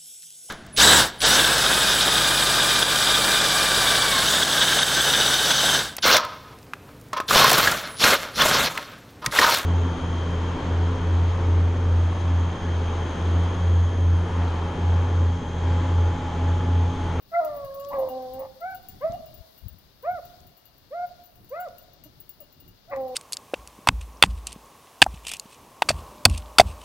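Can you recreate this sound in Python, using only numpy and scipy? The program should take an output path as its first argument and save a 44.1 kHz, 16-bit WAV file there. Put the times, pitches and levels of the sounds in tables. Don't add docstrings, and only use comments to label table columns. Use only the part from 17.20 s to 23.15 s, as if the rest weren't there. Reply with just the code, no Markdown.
import sys
import numpy as np
from scipy import signal
from scipy.fft import rfft, irfft, next_fast_len
from scipy.io import wavfile
from scipy.ndimage import map_coordinates

SR = 44100
rng = np.random.default_rng(int(sys.argv[2]) if len(sys.argv) > 2 else 0)


def generate_wav(sig):
    pcm = np.round(np.clip(np.atleast_2d(sig).T, -1, 1) * 32767).astype(np.int16)
    wavfile.write(sys.argv[1], SR, pcm)


N = 262395
T = np.arange(N) / SR

# t/s, relative level/dB
HISS_COURSE = [(0.0, -72.5), (0.16, -62.5), (0.33, -62.5), (0.64, -62.5), (1.11, -60.5), (1.29, -64.5),
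               (2.09, -63), (2.62, -67.5), (2.88, -66.5), (3.05, -62), (3.4, -68.5), (3.65, -67.5),
               (3.93, -63), (4.17, -70), (4.41, -65), (5.49, -68.5), (5.78, -65.5), (5.95, -61.5)]
# t/s, relative level/dB
TREBLE_COURSE = [(0.0, -79), (0.13, -68), (0.33, -68), (0.79, -66.5), (1.19, -70.5), (2.35, -69),
                 (2.58, -73), (2.8, -74), (3.03, -68.5), (3.48, -74), (4.49, -71), (4.82, -79.5),
                 (5.04, -70.5), (5.44, -75.5), (5.72, -75.5), (5.95, -68)]
# f/Hz, relative density/dB
HISS_SPECTRUM = [(1410, -4), (2400, -7.5), (2670, -15.5), (2790, -6.5), (2920, -12), (3030, -6.5),
                 (3480, -0.5), (4660, 1), (8460, -19.5), (10000, -50.5), (13000, -52), (22000, -120)]
# f/Hz, relative density/dB
TREBLE_SPECTRUM = [(5290, -47.5), (9000, -16.5), (11200, -10.5), (11700, -6.5), (14200, -7), (15500, -2.5),
                   (16100, -5), (16500, -51.5), (16800, -56)]
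# t/s, relative level/dB
BREEZE_COURSE = [(0, -70), (.18, -65.5), (.36, -57.5), (.7, -60), (1.45, -63.5), (2.0, -56), (2.35, -68),
                 (2.8, -66.5), (3.0, -62), (3.2, -62), (3.45, -69.5), (4.2, -65), (4.45, -66.5),
                 (4.8, -65.5), (5.6, -65), (5.95, -59)]
# f/Hz, relative density/dB
BREEZE_SPECTRUM = [(12, -37.5), (20, -0.5), (86, -0.5), (125, -1), (189, -6), (307, -10.5), (400, -12.5),
                   (520, -26), (880, -120)]
# f/Hz, relative density/dB
FIELD_SPECTRUM = [(120, -29), (200, -15.5), (422, -14), (524, -12), (650, -13), (2530, -26.5),
                  (2770, -18.5), (3000, -22.5), (3900, -52.5), (6600, -120)]
# t/s, relative level/dB, Gaussian sigma/s, upper edge/Hz
AIR_BUMPS = [(0.452, -37, 0.016, 110), (1.859, -39, 0.028, 300), (1.902, -26, 0.0064, 204),
             (2.003, -39.5, 0.0045, 264), (2.084, -42.5, 0.046, 133), (2.205, -34.5, 0.011, 78.6),
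             (2.451, -32.5, 0.018, 85), (2.467, -25.5, 0.0088, 108), (2.532, -36.5, 0.028, 136)]
KNOCKS = [(0.0253, -52, -67, -59), (0.2487, -21, -48.5, -55), (0.3646, -39, -56, -50),
          (0.4471, -34, -50.5, -53), (0.5442, -39, -53, -49), (0.598, -36, -47.5, -64),
          (0.687, -37, -47.5, -61), (0.7888, -40, -48.5, -57), (0.888, -27, -47, -50),
          (1.1364, -30, -48.5, -53), (1.1942, -29, -56, -45), (1.4062, -44, -60, -52),
          (1.5476, -38, -47, -48), (1.6858, -40, -46, -42), (1.9333, -47, -50.5, -64),
          (2.06, -44, -54.5, -54), (2.142, -39, -54, -49), (2.378, -45, -53, -65), (2.4834, -29, -53, -43),
          (2.8263, -44, -60, -53), (3.052, -47, -52.5, -53), (3.268, -51, -55.5, -59),
          (3.3759, -47, -53.5, -65), (3.455, -46, -54.5, -67.5), (4.0557, -45, -52.5, -60),
          (4.1565, -46, -58.5, -61), (4.2448, -50, -60, -58), (4.2944, -35.5, -50.5, -65),
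          (4.402, -40, -47.5, -47), (4.583, -41, -48.5, -60), (4.7341, -47, -64, -54),
          (4.838, -27, -50.5, -66), (5.003, -37, -56.5, -44), (5.0928, -29, -52, -42),
          (5.204, -44, -53.5, -45), (5.402, -43, -55, -53), (5.4787, -43, -54, -59),
          (5.6994, -52, -70, -58), (5.7608, -52, -61, -61), (5.8805, -47, -56, -59)]
CLIP_MODES = [(2843, -13, .22), (4572, -21, .2), (6036, -20, .18), (7273, -19.5, .17), (10261, -19, .16),
              (10430, -24, .12), (11860, -9, .04), (12058, -1, .1), (13374, -5, .08), (13878, -15, .1)]
# t/s, pitch/Hz, level/dB
BAWL_COURSES = [
    [(.117, 658, -44), (.15, 681.6, -24), (.197, 698, -20), (.212, 640, -26), (.265, 620, -25.5),
     (.32, 588.4, -37), (.5, 543.9, -37.5), (.71, 567.1, -37), (.8, 542, -52)],
    [(.738, 554, -31.5), (.795, 533, -25), (.9, 513.4, -34), (.98, 519.1, -32.5), (1.09, 508.3, -40.5),
     (1.19, 529.2, -36.5), (1.24, 533, -38), (1.275, 524, -51.5), (1.34, 512, -64.5)],
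    [(5.71, 583, -50), (5.735, 545.6, -30.5), (5.81, 528, -31.5), (5.87, 512.7, -34), (5.96, 505.5, -40)],
]
# overtones re level/dB, octave drop from/s, to/s, its strength re level/dB,
# its lowest line re that strength/dB
BAWL_MANNERS = [(-12, 0.21, 0.4, -24.5, -6), (-22, 0.91, 1.19, -5.5, -8.5), (-25.5, 5.78, 6.0, -5.5, -11.5)]
# f/Hz, gain/dB
MOUTH = [(1000, -1.5), (1130, 3), (1260, -11), (1380, -7.5), (1650, -27), (1850, -25), (2030, -26),
         (2130, -40), (2300, -48), (2800, -60)]
# t/s, attack/s, fade/s, level/dB, fall by the end/dB, brightness/dB
RASPS = [(.121, .014, 0.048, -45.5, 13, 9), (.19, .012, 0.28, -48.5, 22, 0),
         (.714, 0.028, 0.032, -33, 17, -6), (.75, 0.041, .097, -33.5, 4, -21),
         (1.174, 0.03, 0.06, -41.5, 5.5, -12), (1.812, 0.03, 0.12, -48.5, 16, 11),
         (2.828, .035, .05, -50.5, 12, 4), (4.313, .045, .12, -53.5, 6, 9),
         (5.707, 0.02, 0.045, -33, 13, 6.5)]
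# f/Hz, relative gain/dB
THROAT = [(150, -15.5), (260, -19.5), (400, -15), (560, -3), (900, -4), (1150, -4), (1400, -22.5),
          (1650, -22), (1950, -13), (2350, -24), (2800, -22)]
# t/s, relative level/dB
CRACKS = [(0.6414, -44), (0.6487, -35), (1.1654, -53), (1.921, -33.5), (3.204, -39), (4.4858, -38),
          (5.762, -37.5)]
# t/s, length/s, first/Hz, top/Hz, last/Hz, rise/s, level/dB, push/dB, push after/s,
# push sigma/s, overtone level/dB, overtone delay/s, overtone fall by the end/dB
YELPS = [ (0.701, 0.066, 760, 1165, 1140, 0.02, -36.5, 0.5, .04, .02, -66, .01, 8),
         (1.403, 0.16, 650, 766.5, 699, 0.043, -37, 3.5, .06, .03, -43.5, 0.011, 4.5),
         (1.805, 0.1602, 492.7, 668.4, 800, 0.035, -34.5, 14, .05, 0.014, -34.5, 0.0062, 41.5),
         (2.828, .172, 470.4, 728.8, 465, .035, -35, 11, 0.059, 0.02, -41.5, 0.0045, 6.5),
         (3.705, 0.16, 489, 716.8, 700.5, .035, -33, 1, .14, .013, -51.5, 0.012, -4.5),
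         (4.302, .187, 465.5, 750, 406, 0.057, -36, 4, 0.029, 0.0083, -35, .038, 18),
         (4.849, 0.028, 309, 311, 275, 0.0087, -47, 1, .02, .01, -49, .005, -1),
         (5.193, 0.046, 685, 521, 500, .03, -48, -1, .02, .01, -70, .005, 2),
         (5.674, .052, 613, 807, 804, .03, -43, -3.5, .02, .01, -68, .005, -5), ]
# f/Hz, t60/s
WOOD_DECAY = [(200, 1.31), (700, 0.96), (1500, 0.8), (3000, 0.44)]
# f/Hz, left minus right/dB
HOUND_SIDE = [(250, -1), (550, -1), (750, -1.5), (1200, 4.5), (2200, 3)]
# f/Hz, phase/rad
HOUND_PHASE = [(300, 0), (700, -0.48), (1050, -0.74), (1500, -1.6), (2300, -1.5)]

HISS_GAIN_DB, TREBLE_GAIN_DB = 1.5, 4
HIGHEST_MODE_HZ = 15487
TOUCHES_PER_S, TOUCH_DB, TOUCH_SPREAD_DB = 3.3, -59.5, -0.5
GAPE_DB, GAPE_AFTER_S, GAPE_WIDTH_S = 10, 0.026, 0.024
SPLIT_RAMP_S = 0.017
SCOOP_POWER, DROP_POWER = 1.506, 8.44
YELP_ATTACK_S, YELP_RELEASE_S = 0.024, 0.015
SHIMMER_DB, SHIMMER_PER_S = 0.5, 60
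BLOOM_DB = 19
UPPER_STEP_DB = -13.5
CLOSING_AFTER_S, CLOSING_DB_PER_S = .06, 85
BAND_LIMIT_HZ = 16000


def amp(db):
    return 10 ** (np.asarray(db) / 20)


def unit(x):
    return x / np.sqrt(np.mean(x ** 2) + 1e-20)


def along(points, hz):
    f, v = np.transpose(points)
    return np.interp(np.log(hz + 1), np.log(f + 1), v)


def curves(rows):
    s, *cols = np.transpose(rows)
    return [np.interp(T, s, c) for c in cols]


def wobble(rate_per_s):
    coarse_t = T[::16]
    knots = map_coordinates(rng.standard_normal(8192), [coarse_t * rate_per_s], mode="wrap")
    return np.interp(T, coarse_t, knots)


def filtered(x, response):
    m = next_fast_len(N + SR // 4)
    return irfft(rfft(x, m) * response(np.fft.rfftfreq(m, 1 / SR)), m)[..., :N]


def sides(left_db):
    half_db = np.atleast_1d(left_db) / 2
    gains = amp(np.array([half_db, -half_db]))
    return gains / gains.mean(0)


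def add(track, s, x):
    i = max(round(s * SR), 0)
    track[..., i:i + x.shape[-1]] += x[..., :max(N - i, 0)]


def rush(spectrum, shared, left_db):
    shared = np.clip(shared, 0, 1)
    common = np.sqrt(shared) * rng.standard_normal(N)
    white = common + np.sqrt(1 - shared) * rng.standard_normal((2, N))
    pair = filtered(white, lambda hz: amp(along(spectrum, hz))) * sides(left_db)
    return pair / pair.mean(0).std()


def hiss():
    mid_db, = curves(HISS_COURSE)
    treble_db, = curves(TREBLE_COURSE)
    mid_gain = amp(mid_db + HISS_GAIN_DB + 0.54 * wobble(25))
    mid = mid_gain * rush(HISS_SPECTRUM, shared=0.094, left_db=15.0)
    treble_gain = amp(treble_db + TREBLE_GAIN_DB + .8 * wobble(37))
    treble = treble_gain * rush(TREBLE_SPECTRUM, shared=0.068, left_db=1.0)
    return mid + treble


def breeze():
    breeze_db, = curves(BREEZE_COURSE)
    rumble_gain = amp(breeze_db + 5.0 + 3.06 * wobble(13))
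    rumble = rumble_gain * rush(BREEZE_SPECTRUM, shared=0.55, left_db=1)
    bumps = np.zeros(N)
    for s, db, sigma_s, edge_hz in AIR_BUMPS:
        band = lambda hz: hz ** 2 / (hz ** 2 + 70 ** 2) / (1 + (hz / edge_hz) ** 4)
        eddy = filtered(rng.standard_normal(N), band)
        eddy = eddy * np.exp(-((T - s) / sigma_s) ** 2 / 2)
        bumps += amp(db - 6.0) * eddy / np.abs(eddy).max()
    hush = amp(-67.5) * rush(FIELD_SPECTRUM, shared=0.18, left_db=0.5)
    return rumble + bumps * sides(22) + hush


def jingles(left_db):
    out, t = np.zeros(N), T[:SR // 3]
    hz, mode_db, t60_s = np.transpose(CLIP_MODES)[:, :, None]
    draws = rng.standard_normal((64, 4))
    times = np.cumsum(np.exp(draws[:, 0] / 2)) / TOUCHES_PER_S
    touches = np.column_stack([times, TOUCH_DB + TOUCH_SPREAD_DB * draws[:, 1:]])
    touches = touches[times < T[-1]]
    for s, contact_db, ring_db, high_db in [*KNOCKS, *touches]:
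        detune = 1 + .0012 * rng.standard_normal()
        strength_db = mode_db + 2.5 * rng.standard_normal(hz.shape)
        cycles = detune * hz * t + rng.random(hz.shape)
        ring = (amp(strength_db - 60 * t / t60_s) * np.sin(2 * np.pi * cycles)).sum(0)
        high = amp(-60 * t / .075) * np.sin(2 * np.pi * detune * HIGHEST_MODE_HZ * t)
        tick = np.diff(rng.standard_normal(len(t) + 6), 6) * amp(-33 - 60 * t / .035)
        knock = amp(ring_db + 1.6) * ring + amp(high_db + 6.5) * high + amp(contact_db - 7.5) * tick
        add(out, s, knock)
        add(out, s + rng.uniform(.004, 0.01), amp(-7.0) * knock)
        add(out, s + rng.uniform(.02, .05), amp(-16) * knock)
    return out * sides(left_db)


def voice(start_s, end_s, pitch_hz, partials, jitter, shimmer_db, flutter_db):
    gate = np.clip(np.minimum(T - start_s, end_s - T) / 0.00481 + .5, 0, 1)
    on = gate > 0
    unsteady_hz = pitch_hz * (1 + jitter * wobble(220))
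    phase = 2 * np.pi * np.cumsum(unsteady_hz[on]) / SR
    out = np.zeros(N)
    for k, db in partials:
        depth_db = flutter_db * np.clip(k * pitch_hz[on] / 2000 - .3, 0, 1)
        gain = amp(db[on] + depth_db * wobble(90)[on])
        out[on] += gain * np.sin(k * phase + rng.uniform(0, 2 * np.pi))
    return np.sqrt(2) * out * gate * amp(shimmer_db * wobble(110))


def bawl(course, overtone_db, split_from_s, split_to_s, split_db, chest_db):
    start_s, end_s = course[0][0], course[-1][0]
    pitch_hz, level_db = curves(course)
    gape_db = GAPE_DB * np.exp(-((T - start_s - GAPE_AFTER_S) / GAPE_WIDTH_S) ** 2)
    split = np.clip(np.minimum(T - split_from_s, split_to_s - T) / SPLIT_RAMP_S + 1, .04, 1)
    between_db = level_db + split_db + 20 * np.log10(split)
    partials = [(1, between_db + chest_db), (2, level_db), (3, between_db), (5, between_db - 34)]
    for k in range(2, 5):
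        mouth_db = along(MOUTH, k * pitch_hz)
        partials.append((2 * k, level_db + overtone_db + (k - 1) * gape_db + mouth_db))
    return voice(start_s, end_s, pitch_hz / 2, partials, jitter=0.0062, shimmer_db=0.5, flutter_db=10.0)


def rasps(air_db):
    out = np.zeros(N)
    for start_s, attack_s, fade_s, db, fall_db, bright_db in RASPS:
        cycles = np.floor(np.cumsum(275 * (1 + .09 * wobble(200))) / SR)
        puffs = np.diff(cycles, prepend=0) * amp(3.1 * rng.standard_normal(N))
        source = unit(puffs - puffs.mean()) + amp(air_db) * rng.standard_normal(N)
        tilt_db = lambda hz: bright_db * np.clip(np.log2((hz + 1) / 800), 0, 1)
        colour = lambda hz: amp(along(THROAT, hz) + tilt_db(hz))
        knots_s = np.cumsum([0, attack_s, fade_s, 0.012])
        shape = np.interp(T - start_s, knots_s, [0, 1, amp(-fall_db), 0])
        out += amp(db) * shape * unit(filtered(source, colour))
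    return out


def leaf_cracks(left_db):
    out, t = np.zeros(N), T[:SR // 20]
    for s, db in CRACKS:
        add(out, s, amp(db - 10.5 - 60 * t / 0.017) * rng.standard_normal(len(t)))
    spectrum = [(1500, -23), (3500, 6.5), (7500, 1.5), (11000, -37)]  # f/Hz, gain/dB
    return filtered(out, lambda hz: amp(along(spectrum, hz))) * sides(left_db)


def yelp(start_s, length_s, first_hz, top_hz, last_hz, rise_s, level_db, push_db, push_after_s,
         push_sigma_s, overtone_db, delay_s, fall_db):
    t = np.clip(T - start_s, 0, length_s)
    scoop_hz = (first_hz - top_hz) * np.exp(-(t / rise_s) ** SCOOP_POWER)
    bend_hz = (last_hz - top_hz) * (t / length_s) ** DROP_POWER
    pitch_hz = top_hz + scoop_hz + bend_hz
    swell_db = push_db * np.exp(-((t - push_after_s) / push_sigma_s) ** 2 / 2)
    first_db = level_db + swell_db + SHIMMER_DB * wobble(SHIMMER_PER_S)
    second_db = overtone_db - fall_db * t / length_s - BLOOM_DB * np.exp(-(t / delay_s) ** 2)
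    upper_db = second_db + UPPER_STEP_DB
    closing_db = CLOSING_DB_PER_S * np.maximum(t - CLOSING_AFTER_S, 0)
    partials = [(1, first_db), (2, second_db),
                (3, upper_db - 0.46 * closing_db), (4, upper_db - 5 - closing_db)]
    envelope = np.minimum(t / YELP_ATTACK_S, 1) * np.minimum((length_s - t) / YELP_RELEASE_S, 1)
    return envelope * voice(start_s, start_s + length_s, pitch_hz, partials,
                            jitter=0.013, shimmer_db=0.5, flutter_db=3.5)


def wood(x, early_db, tail_db):
    hz, t, z = signal.stft(rng.standard_normal((3, SR)), SR, nperseg=256)
    decay = amp(-60 * t / along(WOOD_DECAY, hz)[:, None])
    build = 1 - np.exp(-t / 0.017)
    tails = signal.istft(z * decay * build, SR, nperseg=256)[1][:, :SR]
    tails = tails[:2] + 0.49 * tails[2]
    t = T[:SR]
    trunks = rng.standard_normal((3, SR)) * (rng.random((3, SR)) < .01)
    trunks = trunks * (t > .004) * amp(-60 * t / 0.27)
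    trunks = trunks[:2] + 2.6 * trunks[2]
    tail = amp(tail_db) * tails / np.linalg.norm(tails[0])
    early = amp(early_db) * trunks / np.linalg.norm(trunks[0])
    return signal.fftconvolve(x[None], tail + early, axes=1)[:, :N]


def hounds():
    bawls = sum(bawl(course, *manner) for course, manner in zip(BAWL_COURSES, BAWL_MANNERS))
    calls = bawls + rasps(air_db=-4.0) + sum(yelp(*row) for row in YELPS)
    calls = filtered(calls, lambda hz: 1 / (1 + (hz / 2600) ** 40))
    half_lead = lambda hz: np.clip(along(HOUND_PHASE, hz), -2, 2) / 2

    def ports(hz):
        lead = half_lead(hz)
        return sides(along(HOUND_SIDE, hz)) * np.exp([1j * lead, -1j * lead]) / np.cos(lead)

    return filtered(calls, ports) + wood(calls, early_db=-10.0, tail_db=-16.0)


def scene():
    return hiss() + breeze() + jingles(left_db=16) + leaf_cracks(left_db=19) + hounds()


def record(dry):
    return filtered(dry, lambda hz: 1 / (1 + (hz / BAND_LIMIT_HZ) ** 90))


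dry = scene()
out = record(dry)
generate_wav(out)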